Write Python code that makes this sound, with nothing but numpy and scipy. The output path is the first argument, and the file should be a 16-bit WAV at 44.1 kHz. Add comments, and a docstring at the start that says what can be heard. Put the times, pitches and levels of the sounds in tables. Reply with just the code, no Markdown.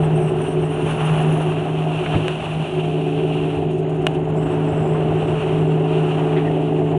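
"""A deep, unsteady drone leads: two six-cylinder diesels in a jet boat running fast through choppy water.
The listening place is a camera on the bow. Engine orders are summed sines; some sit in a booming hull resonance.
Close by, shaped noise makes the wind at the microphone, water rushing along the hull and thin whistling air.
Random impacts over noise make hissing spray. Noise bursts and decaying sines make slaps and hull thumps.
Drops tick on the camera's ringing case, and swept resonant noise makes two short squeaks."""
import sys
import numpy as np
from scipy import signal
from scipy.fft import rfft, irfft, next_fast_len
from scipy.io import wavfile
from scipy.ndimage import uniform_filter1d

SR = 44100
rng = np.random.default_rng(int(sys.argv[2]) if len(sys.argv) > 2 else 0)


def dump(signal):
    """Clip the signal to [-1, 1] and save it as 16-bit WAV at the path in sys.argv[1]."""
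    limited = np.clip(np.atleast_2d(signal).T, -1, 1)
    pcm = np.round(limited * 32767).astype(np.int16)
    wavfile.write(sys.argv[1], SR, pcm)


N = 307818
TIME = np.arange(N) / SR

# Engines. An order is a multiple of the four-stroke cycle rate.
CYLINDERS = 6
# lead engine speed: [t/s, firing rate f/Hz]
LEAD_FIRING_RATE = [(0, 155.3), (1.1, 155.5), (1.38, 156.8), (2.05, 156.7), (2.16, 155.4), (2.3, 156.8),
                    (4.3, 156.2), (5.6, 156.8), (6.98, 156.7)]
# second engine speed, eased off in the turn: [t/s, cycle rate f/Hz]
SECOND_CYCLE_RATE = [(0, 23.78), (.7, 23.86), (2.1, 23.88), (2.45, 22.7), (2.7, 23.0), (2.95, 23.85),
                     (3.2, 23.95), (4.3, 23.88), (5.6, 23.93), (6.98, 23.93)]
# how hard the second engine works: [t/s, level relative to full load/dB]
SECOND_LOAD_CURVE = [(0, -2.5), (.65, -2.5), (1.0, -7), (1.5, -7), (1.8, -13), (2.2, -4), (2.42, -25.5),
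                     (2.7, -7), (3.2, -1), (4.0, -6.5), (4.3, -3.5), (5.25, -3.5), (5.55, -1), (6.98, -.5)]
# lead firing tone, swelling as the boat rolls: [t/s, level before throb and dunking/dB]
FIRING_LEVEL = [(0, -15.5), (0.17, -13.5), (0.43, -22), (0.6, -18.5), (0.8, -25), (1.22, -13.0),
                (1.65, -21.5), (1.87, -20.0), (2.35, -22.5), (2.55, -20), (3.2, -21), (4.2, -20.5),
                (4.4, -17.5), (5.3, -18.5), (5.6, -16), (6.4, -18.5), (6.98, -17)]
# level shared by the lead exhaust overtones: [t/s, level/dB]
OVERTONE_LEVEL = [(0, -41), (.65, -42), (1.3, -32.5), (2.15, -38), (2.7, -44), (3.0, -38), (3.5, -35),
                  (3.85, -42), (4.5, -31.5), (5.2, -31.5), (5.7, -33), (6.27, -34.5), (6.5, -29.5),
                  (6.98, -31)]
# lead exhaust overtones: [order, level relative to the shared level/dB]
LEAD_EXHAUST_ORDERS = [(4, -8), (9, -8.5), (10, -12.5), (11, 1), (12, -4.5)]
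# second exhaust: [order, level at full load/dB]
SECOND_EXHAUST_ORDERS = [(12, -32.5), (18, -26)]
# chop covers the lead exhaust (a negative depth lifts it instead): [t/s, depth/dB]
EXHAUST_DUNKS = [(.86, -4), (2.04, 6), (2.43, 6), (2.69, 8.5), (4.51, 6), (5.43, 7)]
DUNK_S = 0.091  # sets the width of each dip: 1/e of its depth is left half this time from its centre
# orders of each engine inside the hull resonance: [order, level relative to the boom/dB]
LEAD_BOOM_ORDERS = [(14, -5)]
SECOND_BOOM_ORDERS = [(15, -9), (16, -5.5)]
BOOM_DB, BOOM_PER_LOAD = -24, 0.48  # boom gain at full load, and the dB it loses per dB of load
# steady mechanical growl of each engine block: [order, level/dB]
LEAD_GROWL_ORDERS = [(17, -51.5), (22, -52), (24, -41.5), (26, -47.5), (27, -46), (28, -59.5), (29, -48.5),
                     (30, -45)]
SECOND_GROWL_ORDERS = [(24, -66), (30, -41.5), (31, -51.5)]

# Wind and water.
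# flow past the bow: [t/s, wind level/dB, rushing water level/dB]
FLOW_LEVELS = [(0, -27, -28), (.5, -29, -32), (1.3, -27.5, -29), (1.7, -34, -31), (2.2, -29.5, -32),
               (3.05, -32, -32), (3.6, -31, -30.5), (3.78, -31.5, -35), (4.2, -29.5, -30),
               (4.95, -27.5, -29), (5.35, -27, -27.5), (5.8, -31.5, -28.5), (6.98, -31.5, -28.5)]
# spectrum of wind at the microphone: [f/Hz, relative level/dB]
WIND_SPECTRUM = [(5, -38), (15, -26), (30, -27.5), (50, -10), (75, -7.5), (105, -3), (150, 0), (200, -6),
                 (270, -4.5), (400, -8), (700, -26)]
# spectrum of water along the hull: [f/Hz, relative level/dB]
RUSH_SPECTRUM = [(120, -16), (220, -6.5), (330, 3), (430, 3), (520, -0.5), (630, 5), (750, 3.5),
                 (860, -1.5), (1050, -10.5), (1400, -21), (2200, -19.5)]
# water thrown up by the bow, wave after wave: [t/s, splashing level/dB, flying drops level/dB], before surges
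SPRAY_LEVELS = [(0, -36.5, -41.5), (.7, -38.5, -42), (.9, -31, -35), (1.1, -30.5, -35.5), (1.75, -38, -40),
                (2.05, -36.5, -35), (2.6, -37, -36), (3.0, -42.5, -39), (3.52, -40, -38.5), (3.7, -47, -44),
                (3.93, -44.5, -47.5), (4.08, -42.5, -43), (4.3, -42, -48), (4.52, -36.5, -42.5),
                (5.05, -39, -43), (5.45, -34, -37.5), (5.8, -41.5, -44), (6.0, -36.5, -37.5),
                (6.35, -35, -41), (6.55, -42, -41), (6.98, -44, -45)]
# gain on the top of the mist's hiss: [t/s, level relative to unchanged/dB]
MIST_TOP_GAIN = [(0, 4), (1.1, 3.5), (3.5, 2), (3.7, -2), (6.98, -12)]
MIST_TOP_HZ = 10200
# spectra of heavy splashes, flying drops and fine mist: [f/Hz, relative level/dB]
SPLASH_SPECTRUM = [(450, -21), (800, 4.5), (1100, 1.5), (1450, -1.5), (1800, -7.5), (2150, -11.5),
                   (2800, -11.5), (4000, -44)]
DROP_SPECTRUM = [(1600, -17.5), (2150, -14), (2450, -1.5), (2750, 3), (3000, -0.5), (3400, -9), (4000, -18),
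                 (4500, -26), (5000, -41.5)]
MIST_SPECTRUM = [(3800, -6.5), (4900, -9.5), (5600, -3), (6400, -4), (7400, -3), (8500, -1), (9500, 1.5),
                 (10250, -4.5), (11000, -12.5), (12000, -28.5), (14000, -45)]
MIST_DB, MIST_FROM_SPLASH = -17, .3  # mist relative to a blend of drops and splashing; share of splashing
THIN_MIST_DB, FLURRY_DB = -59.5, 4  # below this level flurries set in, reaching this rms depth 3 dB lower
SPRAY_SURGE_DB, SURGES_PER_S = 1.29, 16
# puffs of air past the wet case: [t/s, length/s, first f/Hz, last f/Hz, width f/Hz, level before flicker/dB]
WHISTLE_PUFFS = [(0, 0.073, 8900, 8100, 500, -47.5), (0.139, 0.2, 8700, 8300, 600, -47.5),
                 (0.342, 0.23, 9100, 8900, 600, -46), (.57, 0.36, 8500, 9500, 700, -50.5),
                 (0.775, .78, 9800, 9900, 1100, -47), (3.562, 1, 6700, 6960, 350, -65),
                 (4.35, 0.22, 7500, 8300, 450, -53), (4.611, .42, 7800, 7800, 420, -55.5),
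                 (5.172, .17, 8000, 8000, 500, -58), (5.525, 0.27, 7700, 7650, 420, -62),
                 (6.56, 0.53, 7150, 7250, 400, -66)]
# stages of the whistle: [frequency ratio, relative level/dB]
WHISTLE_PARTS = [(.67, -17.5), (1, -4.5), (1.191, -11)]
WHISTLE_FADE = 0.28  # share of each puff spent swelling and fading

# Impacts and rubs.
# water slapping the hull: [t/s, level before the envelope/dB, centre f/Hz, decay to 1/e/s]
HULL_SLAPS = [(2.059, -21.5, 1700, .009), (2.133, -20.5, 590, 0.0092), (2.141, -14.5, 616, 0.0054),
              (2.151, -24.5, 1800, 0.0066), (2.151, -20, 303, .032), (4.945, -25, 616, 0.047),
              (6.364, -29.5, 2070, 0.034)]
# hull landing on a wave: [t/s, level before the envelope/dB, f/Hz, decay to 1/e/s]
HULL_THUMPS = [(2.15, -15, 104, 0.034), (2.163, -1, 200, 0.0017), (3.569, -23, 89, .04),
               (5.109, -20, 102, .04)]
# drops striking the camera: [t/s, level of the blow/dB]
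DROP_HITS = [(2.2821, -7), (4.0679, -1.5), (4.0707, -5)]
# spectrum of the blow on the camera case: [f/Hz, relative level/dB]
CASE_SPECTRUM = [(100, -7), (600, 11), (1100, -0.5), (1500, -0.5), (2050, -3.5), (2700, 5), (3050, 0.5),
                 (3500, -7.5), (4200, -13.5), (4900, -38), (5700, -22.5), (7300, -25), (9100, -16.5),
                 (11500, -32), (16000, -73)]
# case modes that outlast the blow: [f/Hz, level relative to the blow/dB, t60/s]
CASE_RINGING = [(1620, -18.5, 0.015), (2840, -14, 0.017)]
# wet rubbing: [t/s, length/s, first f/Hz, last f/Hz, level/dB]
SQUEAK_GLIDES = [(6.357, 0.038, 1950, 1890, -37), (6.439, .065, 1960, 1850, -41)]
EDGE_HZ = 15100


def gain_of(db):
    """Decibels to amplitude."""
    return 10 ** (np.asarray(db) / 20)


def evened(x):
    """Scales to rms 1."""
    return x / np.sqrt(np.mean(x ** 2) + 1e-20)


def curves(rows):
    """Each column of a time table, sample by sample."""
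    s, *columns = np.transpose(rows)
    return [np.interp(TIME, s, column) for column in columns]


def read(points, hz):
    """A spectrum on a log-frequency axis, falling steeply beyond its top."""
    f, db = np.transpose(points)
    octaves_above = np.log2(np.maximum(hz / f[-1], 1))
    return np.interp(np.log(hz + 1), np.log(f + 1), db) - 60 * octaves_above


def add(mix, s, sound):
    """Mixes a sound in at time s."""
    part = mix[round(s * SR):][:len(sound)]
    part += sound[:len(part)]


def wander(rate):
    """Slow random motion of rms 1, up to about rate changes a second."""
    size, points_per_s = 4096, 400
    f = np.fft.rfftfreq(size, 1 / points_per_s)
    slow = irfft(rfft(rng.standard_normal(size)) / np.sqrt(1 + (f / rate) ** 4))
    return evened(np.interp(TIME * points_per_s, np.arange(size), slow))


def resonate(x, hz, width):
    """A resonance of gain 1 that follows hz: shift it down to 0 Hz, smooth, shift back up."""
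    turn = np.exp(2j * np.pi * np.cumsum(hz * np.ones(len(x))) / SR)
    pole = np.exp(-np.pi * width / SR)
    return 2 * (turn * signal.lfilter([1 - pole], [1, -pole], x / turn)).real


def resonate_twice(x, hz, width):
    """Two equal resonances in a row, for steeper skirts; rms 1."""
    return evened(resonate(resonate(x, hz, width), hz, width))


def coloured(x, colour):
    """Gives x a spectrum; rms 1."""
    size = next_fast_len(N)
    gain = gain_of(read(colour, np.fft.rfftfreq(size, 1 / SR)))
    return evened(irfft(rfft(x, size) * gain, size)[:N])


def turbulence(colour, gust_db, gust_rate):
    """Noise that surges with eddies."""
    noise = coloured(rng.standard_normal(N), colour)
    return evened(noise * gain_of(gust_db * wander(gust_rate)))


def droplets(colour, per_s, spread_db, share):
    """A shower of tiny impacts of uneven size over the smooth hiss of distant ones; share is the impacts' power."""
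    sizes = gain_of(spread_db * np.minimum(rng.exponential(1, N), 4))
    hits = sizes * rng.choice([-1, 1], N) * (rng.random(N) < per_s / SR)
    hiss = rng.standard_normal(N)
    return coloured(np.sqrt(share) * evened(hits) + np.sqrt(1 - share) * hiss, colour)


def engine_orders(turns, orders, flutter, flutter_rate):
    """Sines locked to the engine cycle, each wandering in strength and phase."""
    out = np.zeros(N)
    for order, db in orders:
        phase = 2 * np.pi * (round(order) * turns + rng.random())
        in_step = (1 + flutter * wander(flutter_rate)) * np.cos(phase)
        out_of_step = flutter * wander(flutter_rate) * np.sin(phase)
        out += gain_of(db) * (in_step + out_of_step)
    return out * np.sqrt(2 / (1 + 2 * flutter ** 2))  # each order to about its tabled rms


def engine_cycles(cycles_per_s, unsteadiness):
    """Four-stroke cycles turned so far, at a speed that trembles slightly."""
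    return np.cumsum(cycles_per_s * (1 + unsteadiness * wander(7.15))) / SR


def dunking():
    """The dB lost while chop covers the lead exhaust: one smooth bump per table row."""
    return sum(depth_db * np.exp(-(2 * (TIME - s) / DUNK_S) ** 2) for s, depth_db in EXHAUST_DUNKS)


def exhausts(lead, second, load_db, throb_db=1.45, throb_rate=8):
    """Six firings a cycle give a deep tone that throbs in the chop; unequal cylinders fill in other orders."""
    firing_db, overtones_db = curves(FIRING_LEVEL) + curves(OVERTONE_LEVEL)
    firing = gain_of(firing_db + throb_db * wander(throb_rate)) * np.sin(2 * np.pi * CYLINDERS * lead)
    lead_tones = gain_of(overtones_db) * engine_orders(lead, LEAD_EXHAUST_ORDERS, flutter=.25, flutter_rate=3)
    second_tones = engine_orders(second, SECOND_EXHAUST_ORDERS, flutter=.16, flutter_rate=5)
    return gain_of(-dunking()) * (firing + lead_tones) + gain_of(load_db) * second_tones


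def hull_boom(lead, second, load_db, hz=373, width=26, surge_db=1.6, surge_rate=7):
    """Close orders of both engines beat in a hull resonance, over rough vibration; it grows with the load."""
    lead_tones = engine_orders(lead, LEAD_BOOM_ORDERS, flutter=.25, flutter_rate=3)
    second_tones = engine_orders(second, SECOND_BOOM_ORDERS, flutter=.25, flutter_rate=3)
    rough = gain_of(-10) * resonate_twice(rng.standard_normal(N), hz, width)
    boom_db = BOOM_DB + BOOM_PER_LOAD * load_db + surge_db * wander(surge_rate)
    return gain_of(boom_db) * (lead_tones + second_tones + rough)


def growl(lead, second):
    """Higher orders radiated by the engine blocks."""
    lead_block = engine_orders(lead, LEAD_GROWL_ORDERS, flutter=.35, flutter_rate=2.5)
    second_block = engine_orders(second, SECOND_GROWL_ORDERS, flutter=.5, flutter_rate=2.5)
    return lead_block + second_block


def wind_and_wake():
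    """Wind rumbles at the microphone while water rushes along the hull: two bands of gusting noise."""
    wind_db, rush_db = curves(FLOW_LEVELS)
    wind = gain_of(wind_db) * turbulence(WIND_SPECTRUM, gust_db=1.2, gust_rate=6.0)
    rush = gain_of(rush_db) * turbulence(RUSH_SPECTRUM, gust_db=2.47, gust_rate=54)
    return wind + rush


def spray():
    """Heavy splashes and flying drops thrown up by the bow, with fine mist whose level is tied to both."""
    splash_db, drops_db, top_db = curves(SPRAY_LEVELS) + curves(MIST_TOP_GAIN)
    mist_db = MIST_DB + drops_db + MIST_FROM_SPLASH * (splash_db - drops_db)
    surge_db = SPRAY_SURGE_DB * wander(SURGES_PER_S)  # sheets of water arrive unevenly
    thinness = np.clip((THIN_MIST_DB - mist_db) / 3, 0, 1)
    flurries_db = FLURRY_DB * thinness * wander(22)

    splash = droplets(SPLASH_SPECTRUM, per_s=900, spread_db=4.5, share=0.28)
    splash *= gain_of(splash_db + surge_db)
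    drops = droplets(DROP_SPECTRUM, per_s=2500, spread_db=2.0, share=0.44)
    drops *= gain_of(drops_db + surge_db)
    mist = droplets(MIST_SPECTRUM, per_s=4000, spread_db=3.5, share=0.4)
    mist *= gain_of(mist_db + .5 * surge_db + flurries_db)

    highpass = signal.butter(10, MIST_TOP_HZ, "high", fs=SR, output="sos")
    mist_top = signal.sosfiltfilt(highpass, mist)
    return splash + drops + mist + (gain_of(top_db) - 1) * mist_top


def hull_knocks(spread=1.23, crackle_db=2.0):
    """Short crackly bursts of water against the hull, and the damped thump of its panels."""
    out, t = np.zeros(N), np.arange(SR // 4) / SR
    for s, db, hz, decay in HULL_SLAPS:
        crackle = evened(uniform_filter1d(rng.standard_normal(len(t)), size=40))
        water = rng.standard_normal(len(t)) * gain_of(crackle_db * crackle)
        burst = resonate_twice(water, hz, spread * hz)
        envelope = np.exp(-t / decay) * (1 - np.exp(-t / 0.0016))
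        add(out, s, gain_of(db) * burst * envelope)
    for s, db, hz, decay in HULL_THUMPS:
        envelope = np.exp(-t / decay) * (1 - np.exp(-t / 0.00072))
        add(out, s, gain_of(db) * np.sin(2 * np.pi * hz * t) * envelope)
    return signal.sosfilt(signal.butter(6, 3400, fs=SR, output="sos"), out)


def camera_drops(size=2048):
    """Each drop is one sharp blow that rings the camera case for a few milliseconds."""
    case_db = read(CASE_SPECTRUM, abs(np.fft.fftfreq(size, 1 / SR)))
    log_gain = np.log(gain_of(np.maximum(case_db, -100)))
    # minimum phase: the energy comes as early as this spectrum allows
    blow = np.fft.ifft(np.exp(np.conj(signal.hilbert(log_gain)))).real[:size // 2]
    t = TIME[:len(blow)]
    ring = sum(gain_of(db - 60 * t / t60) * np.sin(2 * np.pi * hz * t) for hz, db, t60 in CASE_RINGING)
    tick = blow / abs(blow).max() + ring
    out = np.zeros(N)
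    for s, db in DROP_HITS:
        add(out, s, gain_of(db) * tick)
    return out


def squeaks(width=170):
    """Something wet rubs and squeaks briefly: noise in a narrow resonance falling in pitch."""
    out = np.zeros(N)
    for s, length, first_hz, last_hz, db in SQUEAK_GLIDES:
        hz = np.linspace(first_hz, last_hz, round(length * SR))
        tone = resonate_twice(rng.standard_normal(len(hz)), hz, width)
        add(out, s, gain_of(db) * tone * signal.windows.tukey(len(hz), .5))
    return out


def whistles(waver=0.028, flicker_db=3):
    """Each puff is a breathy edge tone, narrow noise that glides and flutters, with weaker side stages."""
    out = np.zeros(N)
    for s, length, first_hz, last_hz, width, db in WHISTLE_PUFFS:
        size = round(length * SR)
        hz = np.linspace(first_hz, last_hz, size) * (1 + waver * wander(28)[:size])
        air = rng.standard_normal(size)
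        tone = np.zeros(size)
        for ratio, stage_db in WHISTLE_PARTS:
            tone += gain_of(stage_db) * resonate_twice(air, hz * ratio, width)
        level = gain_of(db + flicker_db * wander(25)[:size])
        add(out, s, level * signal.windows.tukey(size, WHISTLE_FADE) * tone)
    return signal.sosfilt(signal.butter(14, 10400, fs=SR, output="sos"), out)


def scene():
    """Everything as it reaches the bow, in one channel."""
    lead = engine_cycles(curves(LEAD_FIRING_RATE)[0] / CYLINDERS, unsteadiness=.0015)
    second = engine_cycles(curves(SECOND_CYCLE_RATE)[0], unsteadiness=.0012)
    load_db, = curves(SECOND_LOAD_CURVE)
    drone = exhausts(lead, second, load_db) + hull_boom(lead, second, load_db) + growl(lead, second)
    water_and_air = wind_and_wake() + spray() + whistles()
    impacts_and_rubs = hull_knocks() + camera_drops() + squeaks()
    return (drone + water_and_air + impacts_and_rubs)[None]


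def record(dry):
    """Full-scale limit, soft ends, then the band limit."""
    limited = np.clip(dry, -1, 1) * signal.windows.tukey(N, .001)
    lowpass = signal.firwin(511, EDGE_HZ, window=("kaiser", 9), fs=SR)
    return signal.oaconvolve(limited, lowpass[None], "same")


dry = scene()
out = record(dry)
dump(out)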